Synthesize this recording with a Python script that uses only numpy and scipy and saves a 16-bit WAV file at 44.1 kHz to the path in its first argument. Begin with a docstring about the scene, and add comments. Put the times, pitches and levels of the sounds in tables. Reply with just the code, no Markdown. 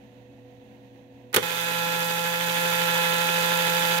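"""A cassette deck idles with a quiet motor hum. At 1.33 s its transport engages: levers hit their stops
in a double clunk and the chassis rings. From 1.42 s a slipping drive part chatters about 170 times a
second, fluttering with an uneven wheel. Each cycle jolts the chassis into a loud buzz and drags out a
few gritty scrapes that screech in the metal parts. The chatter grows louder. Two microphones, close by."""
import sys
import numpy as np
from scipy import signal
from scipy.fft import rfft, irfft, next_fast_len
from scipy.io import wavfile

SR = 44100
rng = np.random.default_rng(int(sys.argv[2]) if len(sys.argv) > 2 else 0)


def transcribe(u):
    """Save the signal u as a 16-bit wav file named by the first command-line argument.

    u: samples, shape (n,) or (channels, n), limited to [-1, 1]; the rate is SR.
    q: integer samples, one column per channel.
    """
    v = np.clip(np.atleast_2d(u).T, -1, 1)
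    q = np.round(v * 32767).astype(np.int16)
    wavfile.write(sys.argv[1], SR, q)


N = 176400
T = np.arange(N) / SR
FFT_SIZE = next_fast_len(N + SR // 2)
BIN_HZ = np.maximum(np.fft.rfftfreq(FFT_SIZE, 1 / SR), 1)

# chatter rate (time [s], rate [Hz])
CHATTER_RATE = [(1.42, 169.9), (2.25, 169.9), (2.42, 171.1), (2.6, 171), (2.8, 171.1), (3.05, 170.1),
                (3.2, 170.4), (3.5, 171.0), (3.68, 170.4), (3.82, 171.1), (4.0, 171)]
# chatter levels (time [s], low partials [dB], upper partials [dB], rasp [dB], sizzle [dB])
CHATTER_LEVELS = [(1.43, -4.5, -2.5, -5.5, -4.5), (1.5, -8.5, -7.5, -2, -4), (1.62, -7.5, -4, -3, -3),
                  (1.78, -3, -2, -4, -3.5), (2.03, -2.5, -2.5, -4, -2.5), (2.38, -3, -4, -3.5, -3.5),
                  (2.6, -1, -1.5, -1, -1), (3.0, 0, 1.5, 0, -1), (3.27, -.5, 0.5, 0, -.5),
                  (3.57, 0.5, -0.5, 1, 0), (4.0, .5, 0, 1, 0.5)]
# rate sway, once and twice per wheel turn (depth [Hz], delay [s])
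WHEEL_FLUTTER = [(0.53, .03), (.48, .011)]
# rasp swing from uneven wheel pressure (time [s], depth [dB])
WHEEL_WOBBLE = [(1.7, -0.5), (2.02, 4.5), (2.45, 2.5), (2.75, 2)]
# partials 1, 2, 3 .. of the chatter rate (left [dB], right [dB], left lead [rad])
BUZZ_PARTIALS = [(-41, -34, 0.27), (-55, -58, -1.5), (-31, -33, -1.5), (-59, -41, -3),
                 (-33.5, -35.5, -0.04), (-47.5, -38.5, 1.5), (-43.5, -50, 2.5), (-45.5, -31, 2),
                 (-46, -44.5, 1), (-43, -31, 3), (-45.5, -39.5, -2), (-55, -41.5, 2.5), (-46, -43, 2.1),
                 (-52, -47, -0.5), (-41, -32.5, 2.03), (-44.5, -44.5, 1.7), (-49, -42.5, 2.5),
                 (-54, -40, 3), (-53.5, -46, 1), (-49, -41, 0.5), (-50.5, -44.5, -0.9), (-56, -54, 7.5),
                 (-62, -42.5, -1.5), (-63, -44, -2)]
# scrapes in one cycle (place [cycles], rasp [dB], sizzle [dB])
CYCLE_SCRAPES = [(0.128, -4, -2), (.32, -7, -2.5), (0.411, -0.5, -0.5), (0.581, 3, -11), (.78, 2.5, -9.5),
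                 (.95, 1, -5.5)]
# resonances of the metal parts (frequency [Hz], width [Hz], gain [dB])
METAL_MODES = [(420, 22, -2.5), (966, 55, 1), (1570, 25, -4), (2095, 42, -3), (2390, 40, -8.5),
               (2570, 44, -13), (2960, 18, 4), (3080, 60, -6.5), (3440, 39, -2.5), (3586, 31, 3),
               (3940, 45, -3), (4490, 76, -1), (4790, 88, 0), (5510, 200, -5.5), (6600, 230, -1),
               (7380, 360, -4.5), (9900, 300, -11), (11920, 380, -5), (13450, 350, -12), (14950, 300, -4)]
# scrape colour (frequency [Hz], left [dB], right [dB])
SCRAPE_EQ = [(40.3, -62, -55), (75, -50, -50), (130, -35, -36), (255, -36.5, -34), (450, -25, -24.5),
             (580, -23, -29), (750, -35, -24.5), (945, -25, -20.5), (1145, -35.5, -24),
             (1580, -23.5, -15.5), (2120, -33, -19.5), (2470, -17.5, -20), (2880, -26, -21),
             (3590, -23.5, -17.5), (4010, -32.5, -23), (4300, -30, -27), (4770, -34, -24.5),
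             (5300, -34.5, -30.5), (5900, -37.5, -24.5), (6950, -35, -28), (7400, -45, -28),
             (8100, -32.5, -29), (11350, -36, -28), (12100, -39, -23.5), (15500, -39.5, -31)]
# lever impacts (time [s], thud [dB], clack [dB], crack [dB])
LEVER_BLOWS = [(1.329, -42, -23, -17), (1.335, -20, -16, -36), (1.3422, -12.5, -2.5, 0.5),
               (1.345, -8, -2, 4.5), (1.3622, -2, -2, 9), (1.3654, 2, 0.5, -6), (1.3755, 1, -10, -18),
               (1.3814, -10.5, -9.5, -22), (1.396, -24, -28, -33)]
# clunk colour (frequency [Hz], left [dB], right [dB])
CLUNK_EQ = [(40, -49, -47), (75, -39, -37), (130, -23, -23), (250, -18, -14.5), (465, -3.5, -2.5),
            (696, -21.5, -19.5), (905, -11, -14), (1380, -23, -6.5), (1730, -21, -6), (2480, -16, -11.5),
            (3700, -28, -12), (4770, -27, -20.5), (9100, -27, -26), (10400, -24, -17.5), (15000, -26, -24)]
# chassis ringing (frequency [Hz], level [dB], T60 [s])
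CHASSIS_MODES = [(111, -40.5, .3), (396, -26.5, 0.058), (496.5, -24.5, 0.073), (562, -32, .06),
                 (828, -26, 0.044), (1160, -40, .05), (1420, -34, 0.045), (1670, -32, .04),
                 (1830, -33, .05), (1980, -33, .05)]
# idle hum (frequency [Hz], left [dB], right [dB], waver [dB])
MOTOR_TONES = [(119.9, -59.5, -54.5, 2), (213, -67.5, -70, -1.5), (271.4, -55.5, -57.5, 2),
               (359.5, -67.5, -66, 3), (495.4, -58, -54, 1.8), (670, -78, -82, 5), (730, -67.5, -76, 3.5),
               (2570, -83, -76, 0.5), (2708, -88, -81, 2)]
# colour of motor whirr and hiss (frequency [Hz], left [dB], right [dB])
WHIRR_EQ = [(30, -54, -53), (75, -38.5, -42.5), (160, -50, -41), (226, -28.5, -34), (365, -49, -43),
            (620, -43, -39), (964, -49, -45), (1220, -65, -59), (1880, -59, -46.5), (2320, -60, -52),
            (2560, -61, -48.5), (2960, -71, -51.5), (3920, -72, -54), (5170, -75, -67), (6300, -74, -61),
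            (8500, -76, -75), (13000, -72.5, -70)]
# likeness of the two microphones (frequency [Hz], correlation [-1 to 1])
MIC_CORRELATION = [(60, 0.72), (130, 0.96), (330, 1), (700, 0.19), (1400, -0.4), (3100, -0.14),
                   (7000, 0.037)]


def slipping_drive(start_s=1.418, rise_s=0.012, wander_hz=0.12, jitter_hz=1.0):
    """A drive part slips; buzz and scraping share its fluttering chatter rate."""
    flutter_hz = sum(depth_hz * wheel(multiple, delay_s)
                     for multiple, (depth_hz, delay_s) in enumerate(WHEEL_FLUTTER, 1))
    rate_hz = over_time(CHATTER_RATE)[0] + flutter_hz + wander_hz * drift(15) + jitter_hz * drift(150)
    cycles = np.cumsum(rate_hz) / SR
    low_db, upper_db, rasp_db, sizzle_db = over_time(CHATTER_LEVELS)
    onset = np.clip((T - start_s) / rise_s, 0, 1)
    return onset * (buzz(cycles, low_db, upper_db) + scraping(cycles, rasp_db, sizzle_db))


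def wheel(multiple, delay_s, turn_hz=12.8, peak_s=2.023):
    """Swing of the uneven wheel at a multiple of its turning rate."""
    return np.cos(2 * np.pi * multiple * turn_hz * (T - peak_s - delay_s))


def buzz(cycles, low_db, upper_db, jolt_at_cycles=0.7, smear_rad=1.44):
    """The chassis answers one jolt per cycle with phase-scattered partials, the higher less steady."""
    partials = np.zeros((2, N))
    for multiple, (left_db, right_db, lead_rad) in enumerate(BUZZ_PARTIALS, 1):
        phase_rad = 2 * np.pi * multiple * (cycles - jolt_at_cycles) + smear_rad * rng.standard_normal()
        force_db = low_db if multiple <= 5 else upper_db
        waver_db = 1.13 * (multiple / 5) ** 0.36 * drift(23)
        gain = from_db(force_db + waver_db) * from_db([[left_db], [right_db]])
        partials += gain * np.sin([phase_rad + lead_rad, phase_rad])
    return np.sqrt(2) * from_db(0.22) * partials


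def scraping(cycles, rasp_force_db, sizzle_force_db, scatter_s=0.00018, split_hz=4480):
    """Each cycle drags out gritty scrapes, low rasp plus high sizzle, which ring in the metal."""
    place, rasp_db, sizzle_db = np.transpose(CYCLE_SCRAPES)
    due_cycles = np.arange(int(cycles[-1]) - 1)[:, None] + place
    times_s = np.interp(due_cycles, cycles, T, right=2 * T[-1])
    times_s += scatter_s * rng.standard_normal(times_s.shape)
    excess_db = 3 * rng.uniform(-1, 1, times_s.shape)
    # a strong scrape is weaker one cycle later
    excess_db = excess_db - 0.8 * np.roll(excess_db, 1, axis=0)

    def grit(level_db, decay_s):
        envelope = bursts(times_s.ravel(), (level_db + excess_db).ravel(), decay_s)
        return unit_rms(stereo_noise() * envelope * from_db(-0.5 * drift(3100)))

    rasp = butter(grit(rasp_db, decay_s=0.0011), split_hz, "low")
    sizzle = butter(grit(sizzle_db, decay_s=0.0025), split_hz, "high")
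    wobble_db = over_time(WHEEL_WOBBLE)[0] * wheel(0.99, 0)
    rub = from_db(rasp_force_db + wobble_db) * rasp + from_db(sizzle_force_db) * sizzle
    screech = sum(from_db(db) * resonance(rub, hz, width_hz) for hz, width_hz, db in METAL_MODES)
    grip_db = -0.5 + 0.3 * drift(70)
    return from_db(grip_db) * equalise(rub + screech, SCRAPE_EQ)


def transport_clunk(thud_hz=800, crack_hz=4200):
    """Levers hit their stops: a crack, a clack and a longer thud; the chassis rings."""
    times_s, thud_db, clack_db, crack_db = np.transpose(LEVER_BLOWS)

    def band(level_db, edge_hz, kind, t60_s):
        return butter(stereo_noise() * bursts(times_s, level_db, t60_s / np.log(1000)), edge_hz, kind)

    thud = band(thud_db, thud_hz, "low", t60_s=0.052)
    clack = band(clack_db, [thud_hz, crack_hz], "band", t60_s=0.044)
    crack = band(crack_db, crack_hz, "high", t60_s=0.031)
    modes = sum(from_db(db - 60 * T / t60_s) * np.sin(2 * np.pi * hz * T)
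                for hz, db, t60_s in CHASSIS_MODES)
    chassis_response = rfft(butter(modes, 110, "high", order=2), FFT_SIZE)
    ring = filtered(impulses(times_s, from_db(thud_db)), chassis_response)
    return from_db(6) * equalise(thud + clack + crack, CLUNK_EQ) + ring


def idling_motor():
    """Mains hum and wavering motor tones over a soft whirr."""
    hum = np.zeros((2, N))
    for hz, left_db, right_db, waver_db in MOTOR_TONES:
        gain = from_db(np.array([[left_db], [right_db]]) + waver_db * drift(23))
        hum += gain * np.sin(2 * np.pi * hz * T + 0.25 * waver_db * drift(5.5))
    whirr = from_db(-1 + drift(6.7)) * equalise(stereo_noise(), WHIRR_EQ)
    return np.sqrt(2) * hum + whirr


def room(x, level_db=-13, t60_s=0.35):
    """Short, dull tail of a small room."""
    tail = butter(rng.standard_normal((2, N)) * from_db(-60 * T / t60_s), 8300, "low", order=1)
    tail /= np.sqrt(np.sum(tail ** 2) / 2)
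    return from_db(level_db) * filtered(x, rfft(tail, FFT_SIZE))


def from_db(db):
    """Decibels to gain."""
    return 10 ** (np.asarray(db) / 20)


def unit_rms(x):
    """Scale to rms 1."""
    return x / np.sqrt(np.mean(x ** 2) + 1e-20)


def over_time(rows):
    """Table columns at every sample."""
    times_s, *columns = np.transpose(rows)
    return np.array([np.interp(T, times_s, column) for column in columns])


def over_frequency(rows):
    """Table columns at every FFT bin."""
    hz, *columns = np.transpose(rows)
    return np.array([np.interp(np.log(BIN_HZ), np.log(hz), column) for column in columns])


def drift(corner_hz):
    """Low-passed noise, rms 1."""
    spectrum = rfft(rng.standard_normal(FFT_SIZE)) / (1 + (BIN_HZ / corner_hz) ** 2)
    return unit_rms(irfft(spectrum, FFT_SIZE)[:N])


def filtered(x, response):
    """Apply a frequency response."""
    return irfft(rfft(x, FFT_SIZE) * response, FFT_SIZE)[..., :N]


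def equalise(x, rows):
    """Minimum-phase filter from a left and right spectrum."""
    cepstrum = irfft(np.log(from_db(over_frequency(rows))), FFT_SIZE)
    causal_fold = 1 + np.sign(np.fft.fftfreq(FFT_SIZE))
    return filtered(x, np.exp(rfft(cepstrum * causal_fold)))


def butter(x, hz, kind, order=4):
    """Butterworth filter."""
    return signal.sosfilt(signal.butter(order, hz, kind, fs=SR, output="sos"), x + 1e-18)


def resonance(x, hz, width_hz):
    """Two-pole band-pass, peak gain 1."""
    radius = np.exp(-np.pi * width_hz / SR)
    feedback = [1, -2 * radius * np.cos(2 * np.pi * hz / SR), radius ** 2]
    return signal.lfilter(np.array([1, 0, -1]) * (1 - radius ** 2) / 2, feedback, x)


def stereo_noise():
    """White noise at two microphones, alike in the bass."""
    alike = np.clip(over_frequency(MIC_CORRELATION)[0], -0.99, 0.99)
    mid, side = filtered(rng.standard_normal((2, N)), np.sqrt([(1 + alike) / 2, (1 - alike) / 2]))
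    return np.array([mid + side, mid - side])


def impulses(times_s, heights):
    """Single-sample pulses."""
    return np.bincount(np.maximum(times_s * SR, 0).astype(int), heights, N)[:N] + 1e-18


def bursts(times_s, level_db, decay_s):
    """Envelope of sudden, decaying bursts, summed in power."""
    power = impulses(times_s, from_db(level_db) ** 2)
    return np.sqrt(signal.lfilter([1], [1, -np.exp(-2 / (decay_s * SR))], power))


def scene():
    """The motor idles, the transport engages, the drive slips."""
    clunk = transport_clunk()
    return idling_motor() + clunk + room(clunk) + slipping_drive()


def record(dry, ceiling=0.75, cutoff_hz=15720):
    """Soft clip, then steep low-pass."""
    rounded = ceiling * np.tanh(dry / ceiling)
    return signal.sosfilt(signal.ellip(12, 0.1, 90, cutoff_hz, fs=SR, output="sos"), rounded)


dry = scene()
out = record(dry)
transcribe(out)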